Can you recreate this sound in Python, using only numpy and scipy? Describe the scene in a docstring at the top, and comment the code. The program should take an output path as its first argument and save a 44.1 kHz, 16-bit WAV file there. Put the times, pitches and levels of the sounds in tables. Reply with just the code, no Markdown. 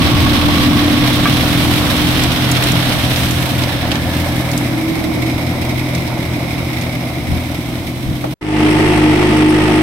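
"""A small diesel tractor drags a rotary tiller through a flooded field, passes close by and moves away. Its
exhaust thumps unevenly under load, each puff ringing the pipe and silencer over the engine's clatter. The
blades churn mud and fling grit against their hood, narrow bands of noise swell and fade, and light gusts
rumble. Then the scene changes to the driver's seat, where the engine runs faster, the bonnet drones and the
valves tick."""
import sys
import numpy as np
from scipy import signal
from scipy.fft import rfft, irfft, next_fast_len
from scipy.io import wavfile
from scipy.ndimage import uniform_filter1d, minimum_filter1d, map_coordinates

SR = 44100
rng = np.random.default_rng(int(sys.argv[2]) if len(sys.argv) > 2 else 0)


def put_to_file(sound):
    """Save the sound as 16-bit audio at rate SR, in the file named by the first command-line argument."""
    columns = np.atleast_2d(sound).T  # one column per channel
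    safe = np.clip(columns, -1, 1)
    whole_steps = np.round(safe * 32767)
    wavfile.write(sys.argv[1], SR, whole_steps.astype(np.int16))


N = 433062
T = np.arange(N) / SR

FIELD_END_S, SEAT_START_S = 8.342, 8.410
PASS_S, PASS_M, DRIVE_M_PER_S = 0.55, 2.78, 1.0  # closest point of a straight drive past
TURN_START_S, TURN_END_S = 2.9, 5.04  # the tractor turns its tail to us
BEHIND_BANK_S = 6.94  # from here on it slips behind the grassy bank

# Stereo width. Each row: frequency in Hz, left-right likeness from -1 to 1.
STEREO_LIKENESS = [(30, -0.5), (100, 1), (300, 0.58), (600, 0.86), (1100, 0.37), (2200, 0), (5000, 0)]
# Stereo lean on the bank and at the seat. Each row: frequency in Hz, left minus right in dB.
FIELD_LEAN = [(60, 2), (250, 0), (1800, -2.5), (3600, -6), (6400, -2), (8500, 14.5), (10500, -0.5),
              (12500, -4), (15000, -13)]
SEAT_LEAN = [(300, 0), (2700, -1.5), (4200, 3), (6400, 17), (9800, 16), (15000, 2)]
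# How each named part carries. Each row: metres behind the engine, base level at the closest point in dB,
# dB lost per doubling of distance, dB gained from behind, dB lost per second behind the bank.
PART_CARRY = {"pipe": (-0.5, -17.5, 3.5, 0, 0.5), "silencer": (0, -17.5, 6, -1, -2),
              "clatter": (1, -25.5, 3.5, 1, 3.5), "slosh": (-0.4, -20.5, 1.5, -12.5, 0.5),
              "spray": (1.6, -30.5, 3.5, -5, 0.5), "hood": (0, -35, 4, 8.5, 6)}

# Colours of the noise layers. Each row: frequency in Hz, relative level in dB.
WIND_SPECTRUM = [(10, -6), (36, -10), (80, -1.5), (250, -11.5), (1500, -95)]
SLOSH_SPECTRUM = [(500, -3), (1200, -6), (1750, -1.5), (2100, -0.5), (2700, -0.5), (3300, 1.5),
                  (4000, -0.5), (4600, -6.5), (5500, -8.5), (6300, -19.5), (7100, -26), (10000, -58)]
SPRAY_SPECTRUM = [(4000, -12), (6000, -1.5), (7100, -8.5), (7700, -3), (9500, -2.5), (10400, -5),
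                  (11500, -1), (13000, -2.5), (14500, -6.5), (16000, -8)]
CLATTER_SPECTRUM = [(200, -12), (350, -12), (410, -26), (465, -1), (540, 2.5), (700, 4), (820, -0.5),
                    (1000, 0), (1450, -2.5), (2000, -14.5), (9000, -69)]
SEAT_KNOCK_SPECTRUM = [(25, -1), (70, -4), (180, 5.5), (360, 9.5), (570, -1), (690, 3.5), (800, 0.5),
                       (900, 3.5), (1000, -3), (1250, 0), (1550, -6.5), (1900, 1.5), (2800, -4),
                       (3600, -19), (7000, -71)]
SEAT_TREBLE_SPECTRUM = [(1650, -15.5), (2800, -5.5), (3300, -2.5), (3700, -7.5), (5500, -12.5),
                        (6950, -20.5), (7800, -16), (12200, -24), (15500, -36)]

# Gusts on the microphone. Each row: peak time in seconds, swell time in seconds, level in dB.
WIND_GUSTS = [(0.1, 0.61, -19.5), (1.6, 2.5, -23), (7.33, 0.068, -19.5), (8.1, .06, -21)]
# Narrow bands of noise. Each row: peak time and swell time in seconds, centre and nominal width in Hz,
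# level in dB.
RESONANT_BANDS = [(0, 1.8, 1123, 59, -28.5), (5, 0.3, 319, 9.6, -21), (6, 1.1, 332, 27, -31.5),
                  (4, 0.83, 1725, 100, -35.5)]
# Level rides. Each row: peak time in seconds, swell time in seconds, boost or cut in dB.
SPRAY_SWELLS = [(1.65, .35, 2), (3.3, .25, 2.5), (3.8, .2, -2.5)]  # the blades throw up more spray, or less
LOAD_SWELLS = [(0.45, 0.6, 4), (3.2, 0.92, -3.5), (4.6, 0.25, 2)]  # the silencer swells as the engine labours and sinks as it eases

# Grit and clods on the tiller. Each row: start in seconds, relative level in dB, centre in Hz,
# seconds to fade by 60 dB.
GRIT_HITS = [(0.263, -6, 1000, .07), (0.486, -6, 800, .07), (1.256, -5, 1600, .05), (1.737, -10, 3400, .04),
             (2.236, -6.5, 4500, .04), (2.514, -4, 7000, .04), (2.638, -9, 7500, .04),
             (2.719, -10, 6500, .03), (3.160, -7, 3100, .05), (3.309, -11, 6500, .03),
             (3.637, -7, 3000, .03), (3.916, -4, 2600, .06), (3.955, -9.5, 2600, .05),
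             (4.515, -13, 5500, .04), (4.577, -10, 6500, .04), (5.950, -12, 5500, .03),
             (6.812, -19, 6000, .03), (8.241, -7.5, 560, .08)]
# The tiller's struck steel. Each row: pitch in Hz, level in dB, seconds to fade by 60 dB.
STEEL_MODES = [(720, -14, .07), (1170, -5, .08), (1290, -10, .08), (1620, -11, .07), (2280, -10, .07)]
# Ringing parts. Each row: centre in Hz, nominal width in Hz, relative level in dB.
TILLER_HOOD_MODES = [(2178, 490, 7.5), (3750, 740, -2.5), (5080, 630, -4)]
VALVE_MODES = [(5400, 420, -1), (7900, 210, -5), (8530, 280, -3.5), (9400, 180, -1.5)]
PIPE_MODES = [(85.8, 8.4, 12.5), (122.6, 27, 3), (167.2, 22, 4.5)]
SILENCER_MODES = [(222, 58, 0), (244.6, 24, 8), (295.7, 13.5, 6), (307, 15, -4)]

# Engine speed as the governor hunts under load. Each row: time in seconds, firings per second.
FIELD_FIRING_RATE = [(0, 42.2), (0.4, 41.9), (0.85, 41.8), (1.65, 41.9), (2.2, 43.0), (2.7, 41.9),
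                     (3.5, 42.0), (4, 41.4), (4.45, 42.0), (4.9, 40.3), (5.4, 41.1), (5.95, 42.3),
                     (6.45, 41.4), (7.1, 41.9), (7.7, 40.7), (8.1, 42.7)]
SEAT_FIRING_RATE = [(8.45, 51.61), (8.62, 50.93), (8.83, 52.0), (9.03, 51.04), (9.2, 51.58), (9.46, 51.26),
                    (9.6, 51.68)]
# The engine's tones. Each row: multiple of the firing rate, relative level in dB.
PIPE_ORDERS = [(1, -18), (2, -9), (3, 0), (4, -4.5)]
SILENCER_ORDERS = [(5, -13), (5.5, -11), (6, -5), (7, 0), (8, -12)]
THROB_ORDERS = [(1, -5), (2, 0), (3, 0)]
BONNET_ORDERS = [(4, -13), (4.35, -11.5), (5, -15), (6, 0), (6.935, -10.5), (7, -7), (8, -14), (8.45, -19),
                 (9, -20), (13.7, -20), (17.07, -18.5), (17.6, -24)]


def amp(db):
    """Decibels to gain."""
    return 10 ** (np.asarray(db) / 20)


def unit(x):
    """Scale to rms 1."""
    return x / np.sqrt(np.mean(x ** 2) + 1e-20)


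def along(points, hz):
    """Read a curve of (Hz, value) points on a log frequency axis."""
    freqs, values = np.transpose(points)
    return np.interp(np.log(hz + 1), np.log(freqs + 1), values)


def swell(peak_s, swell_s):
    """A smooth rise to 1 at peak_s and fall back to 0."""
    return np.exp(-((T - peak_s) / swell_s) ** 2)


def ride_db(swells):
    """A fader move in dB, built from smooth boosts and cuts."""
    return sum(db * swell(peak_s, swell_s) for peak_s, swell_s, db in swells)


def wobble(rate):
    """A smooth random curve, rate knots a second."""
    knots = rng.standard_normal(4096)
    coarse_s = T[::32]
    return np.interp(T, coarse_s, map_coordinates(knots, [coarse_s * rate], mode="wrap"))


def blend(clean, rough, share):
    """Equal-power crossfade; share is the rough signal's part."""
    share = np.clip(share, 0, 1)
    return np.sqrt(1 - share) * clean + np.sqrt(share) * rough


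def filtered(x, response):
    """Filter x by a complex response of frequency."""
    size = next_fast_len(N + SR // 4)
    return irfft(rfft(x, size) * response(np.fft.rfftfreq(size, 1 / SR)), size)[..., :N]


def ringing(modes, hz):
    """Causal response of a set of resonances."""
    return sum(amp(db) * 1j * hz * width / (centre ** 2 - hz ** 2 + 1j * hz * width)
               for centre, width, db in modes)


def band(centre_hz, width_hz, hz):
    """A steeper band-pass: the same resonance twice over."""
    return ringing([(centre_hz, width_hz, 0)], hz) ** 2


def stereo_noise(colour, envelope=1):
    """Enveloped, filtered noise with a mid of rms 1: narrow near 100 Hz, wide in the treble."""
    def response(hz):
        angle = np.arccos(np.clip(along(STEREO_LIKENESS, hz), -1, 1)) / 2
        return colour(hz) * np.array([np.cos(angle), np.sin(angle)])
    mid, side = filtered(envelope * rng.standard_normal((2, N)), response)
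    return np.array([mid + side, mid - side]) / np.std(mid)


def rush(spectrum, envelope=1):
    """Stereo noise coloured by a spectrum table."""
    return stereo_noise(lambda hz: amp(along(spectrum, hz)), envelope)


def count_firings(firing_rate):
    """The engine's phase as a running count of firings."""
    times, rates = np.transpose(firing_rate)
    return np.cumsum(np.interp(T, times, rates)) / SR


def beats(cycles, scatter_db, jitter_s):
    """One impulse per whole cycle, uneven in size and timing."""
    at = np.flatnonzero(np.diff(np.floor(cycles)))
    size, shift = rng.standard_normal((4096, 2))[:len(at)].T
    at = np.clip(at + np.round(shift * jitter_s * SR).astype(int), 0, N - 1)
    return np.bincount(at, amp(scatter_db * np.minimum(size, 1.6)), N)


def drops(rate, scatter_db):
    """Impulses of uneven size at random moments, about rate a second."""
    return (rng.random(N) < rate / SR) * amp(scatter_db * np.minimum(rng.standard_normal(N), 2))


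def bursts(hits, life_s, share):
    """Envelope of mean power 1: decaying hits carry their share, over a steady bed."""
    power = signal.lfilter([1], [1, -np.exp(-1 / (life_s * SR))], hits ** 2)
    return np.sqrt(1 - share + share * power / power.mean())


def hum(firings, orders, waver_db, drift_rad, rate):
    """Engine orders, each wavering a little in level and phase."""
    tones = np.zeros(N)
    for order, db in orders:
        gain = amp(db + waver_db * wobble(rate))
        tones -= gain * np.cos(2 * np.pi * order * firings + drift_rad * wobble(rate))
    return unit(tones)


def arriving(x, lead_s):
    """Pan by delay: the left side hears it lead_s before the right."""
    return np.array([np.interp(T + side * lead_s / 2, T, x) for side in (1, -1)])


def ports(x, lean):
    """The two microphone ports face different ways, so each has its own colour."""
    def response(hz):
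        gains = amp(np.outer([1, -1], along(lean, hz)) / 2)
        return gains / np.sqrt(np.mean(gains ** 2, axis=0))
    return filtered(x, response)


def turned_away():
    """0 while the tractor is side-on and near, 1 once it is heard from behind and afar."""
    return np.clip((T - TURN_START_S) / (TURN_END_S - TURN_START_S), 0, 1)


def heard_db(part):
    """Level of one part of the tractor, from its distance, its heading and the bank in between."""
    trail_m, close_db, doubling_db, behind_db, bank_db_per_s = PART_CARRY[part]
    distance_m = np.hypot(PASS_M, DRIVE_M_PER_S * (T - PASS_S) - trail_m)
    screened_db = bank_db_per_s * np.maximum(T - BEHIND_BANK_S, 0)
    return close_db - doubling_db * np.log2(distance_m / PASS_M) + behind_db * turned_away() - screened_db


def noise_bed():
    """A very faint, dark hiss under everything."""
    return amp(-72) * rush([(30, -1), (300, -11), (3000, -25), (15000, -37.5)])


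def wind():
    """A few light gusts rumble on the microphone."""
    gusts = sum(amp(db) * swell(peak_s, swell_s) for peak_s, swell_s, db in WIND_GUSTS)
    return gusts * rush(WIND_SPECTRUM)


def resonant_bands():
    """Narrow bands of noise swell and fade; the two lowest overlap into a slightly rising hum."""
    bands = np.zeros((2, N))
    for peak_s, swell_s, centre_hz, width_hz, db in RESONANT_BANDS:
        ring = stereo_noise(lambda hz: band(centre_hz, 2 * width_hz, hz))
        bands += amp(db) * swell(peak_s, swell_s) * ring
    return bands


def grit():
    """Grit ticks and clods thud on the tiller, each a short noise burst in its own band."""
    track = np.zeros((2, N + SR))
    t = np.arange(SR // 5) / SR
    hz = np.fft.rfftfreq(len(t), 1 / SR)
    for start_s, db, centre_hz, t60 in GRIT_HITS:
        noise = rng.standard_normal((2, len(t)))
        grain = unit(irfft(rfft(noise) * band(centre_hz, 1.08 * centre_hz, hz), len(t)))
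        start = round(start_s * SR)
        track[:, start:start + len(t)] += amp(db - 6.5 - 60 * t / t60) * grain
    return track[:, :N]


def stone_clank(start_s=1.256):
    """One hard blow from a stone rings the tiller's steel."""
    t = np.maximum(T - start_s, 0)
    return sum(amp(db - 60 * t / t60) * np.sin(2 * np.pi * hz * t) for hz, db, t60 in STEEL_MODES)


def tiller():
    """Blades slap the mud into slosh and fine spray; the hood's ring comes forward from behind."""
    def hood_colour(hz):
        return sum(amp(db) * band(centre, width, hz) for centre, width, db in TILLER_HOOD_MODES)
    slaps = bursts(drops(rate=110, scatter_db=4.0), life_s=0.008, share=0.42)
    splatter = bursts(drops(rate=830, scatter_db=-1.5), life_s=0.00044, share=0.23)
    slosh = rush(SLOSH_SPECTRUM, slaps * splatter)
    droplets = bursts(drops(rate=610, scatter_db=5.0), life_s=0.00045, share=0.057)
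    spray = rush(SPRAY_SPECTRUM, slaps * droplets)
    hood = stereo_noise(hood_colour, slaps)
    spray_db = heard_db("spray") + ride_db(SPRAY_SWELLS)
    return amp(heard_db("slosh")) * slosh + amp(spray_db) * spray + amp(heard_db("hood")) * hood


def clatter(firings):
    """Combustion knock and the tiller's rattling drive, dulling as the tractor turns away."""
    hits = beats(firings, scatter_db=3.5, jitter_s=0.0025) + drops(rate=110, scatter_db=2.5)
    bright = rush(CLATTER_SPECTRUM, bursts(hits, life_s=0.008, share=0.51))
    dull = unit(filtered(bright, lambda hz: 1 / np.sqrt(1 + (hz / 820) ** 6)))
    dulled = 0.74 * turned_away()
    buildup = np.sqrt(1 + 2 * np.sqrt(dulled * (1 - dulled)))  # related signals add up louder
    return amp(heard_db("clatter")) * blend(bright, dull, dulled) / buildup


def seat_rattle(firings):
    """The engine's hard edge up close: a knock at every firing and ticking, ringing valve gear."""
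    pulses = bursts(beats(firings, scatter_db=3.0, jitter_s=0.00063), life_s=0.0021, share=0.3)
    knocks = pulses * bursts(drops(rate=320, scatter_db=2.5), life_s=0.0033, share=0.13)
    ticks = bursts(drops(rate=51, scatter_db=10.0), life_s=0.01, share=0.36)
    valves = stereo_noise(lambda hz: ringing(VALVE_MODES, hz), ticks)
    body = rush(SEAT_KNOCK_SPECTRUM, knocks)
    treble = rush(SEAT_TREBLE_SPECTRUM, knocks)
    return amp(6.0) * body + amp(-6.5) * treble + amp(-16.5) * valves


def seat_drone(firings):
    """The engine's firm throb and the droning bonnet, both following the firing rate."""
    throb = amp(-13.5) * hum(firings, THROB_ORDERS, waver_db=-0.1, drift_rad=0.08, rate=2.3)
    bonnet = amp(-9) * hum(firings, BONNET_ORDERS, waver_db=2.2, drift_rad=0.22, rate=12)
    return arriving(throb + bonnet, lead_s=0.00016)


def exhaust(firings):
    """Steady firing tones, and ragged puffs that ring the pipe and silencer; more ragged from afar."""
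    def muffle(hz):
        return 1 / np.sqrt((1 + (hz / 372) ** 20) * (1 + (45 / (hz + 1)) ** 6))
    far = turned_away()
    surges = beats(3 * firings, scatter_db=5, jitter_s=0.0016)
    thumps = beats(firings + 0.45 * wobble(16), scatter_db=2, jitter_s=0.002)
    puffs = -(thumps + 0.4 * surges)
    chug = bursts(puffs, life_s=0.009, share=0.45)
    pipe_ring = unit(filtered(puffs, lambda hz: ringing(PIPE_MODES, hz) * muffle(hz)))
    silencer_ring = unit(filtered(puffs, lambda hz: ringing(SILENCER_MODES, hz) * muffle(hz)))
    pipe_tone = hum(firings, PIPE_ORDERS, waver_db=1.5, drift_rad=0.55, rate=3)
    silencer_tone = chug * hum(firings, SILENCER_ORDERS, waver_db=-0.5, drift_rad=0.8, rate=3)
    pipe = blend(pipe_tone, pipe_ring, share=0.37)
    silencer = blend(silencer_tone, silencer_ring, share=0.21 + 0.41 * far)
    pipe_db = heard_db("pipe")
    silencer_db = heard_db("silencer") + ride_db(LOAD_SWELLS)
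    direct = amp(pipe_db) * pipe + amp(silencer_db) * silencer
    # sound scattered by the bank widens the image
    scattered = rush([(25, -9), (70, 7), (330, 1), (450, -11.5), (1500, -86)], chug)
    return arriving(direct, lead_s=-0.0002 + 0.00018 * far) + amp(pipe_db - 6) * scattered


def tractor_from_seat(fade_db=15.5, fade_s=0.23):
    """The engine from the driver's seat, fading quickly up to full level."""
    firings = count_firings(SEAT_FIRING_RATE)
    engine = seat_drone(firings) + amp(-21) * seat_rattle(firings)
    fade_in = amp(-fade_db * np.clip(1 - (T - SEAT_START_S) / fade_s, 0, 1))
    return fade_in * ports(engine, SEAT_LEAN)


def tractor_from_bank():
    """The working tractor drives past the bank in a light wind."""
    firings = count_firings(FIELD_FIRING_RATE)
    tractor = exhaust(firings) + clatter(firings) + tiller() + resonant_bands() + grit() + stone_clank()
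    return ports(tractor + wind(), FIELD_LEAN)


def scene():
    """The pass-by from the bank, then the scene changes to the driver's seat."""
    on_bank = np.clip((FIELD_END_S - T) / 0.0068, 0, 1)
    aboard = np.clip((T - SEAT_START_S) / 0.0059, 0, 1)
    return on_bank * tractor_from_bank() + aboard * tractor_from_seat() + noise_bed()


def record(dry):
    """A fast limiter holds the peaks down, then a brick-wall filter trims the very top."""
    ceiling, top_hz = 0.88, 15800
    needed = np.minimum(1, ceiling / (np.abs(dry).max(axis=0) + 1e-9))
    gain = uniform_filter1d(minimum_filter1d(needed, size=257), size=257)
    return filtered(dry * gain, lambda hz: hz < top_hz)


dry = scene()
out = record(dry)
put_to_file(out)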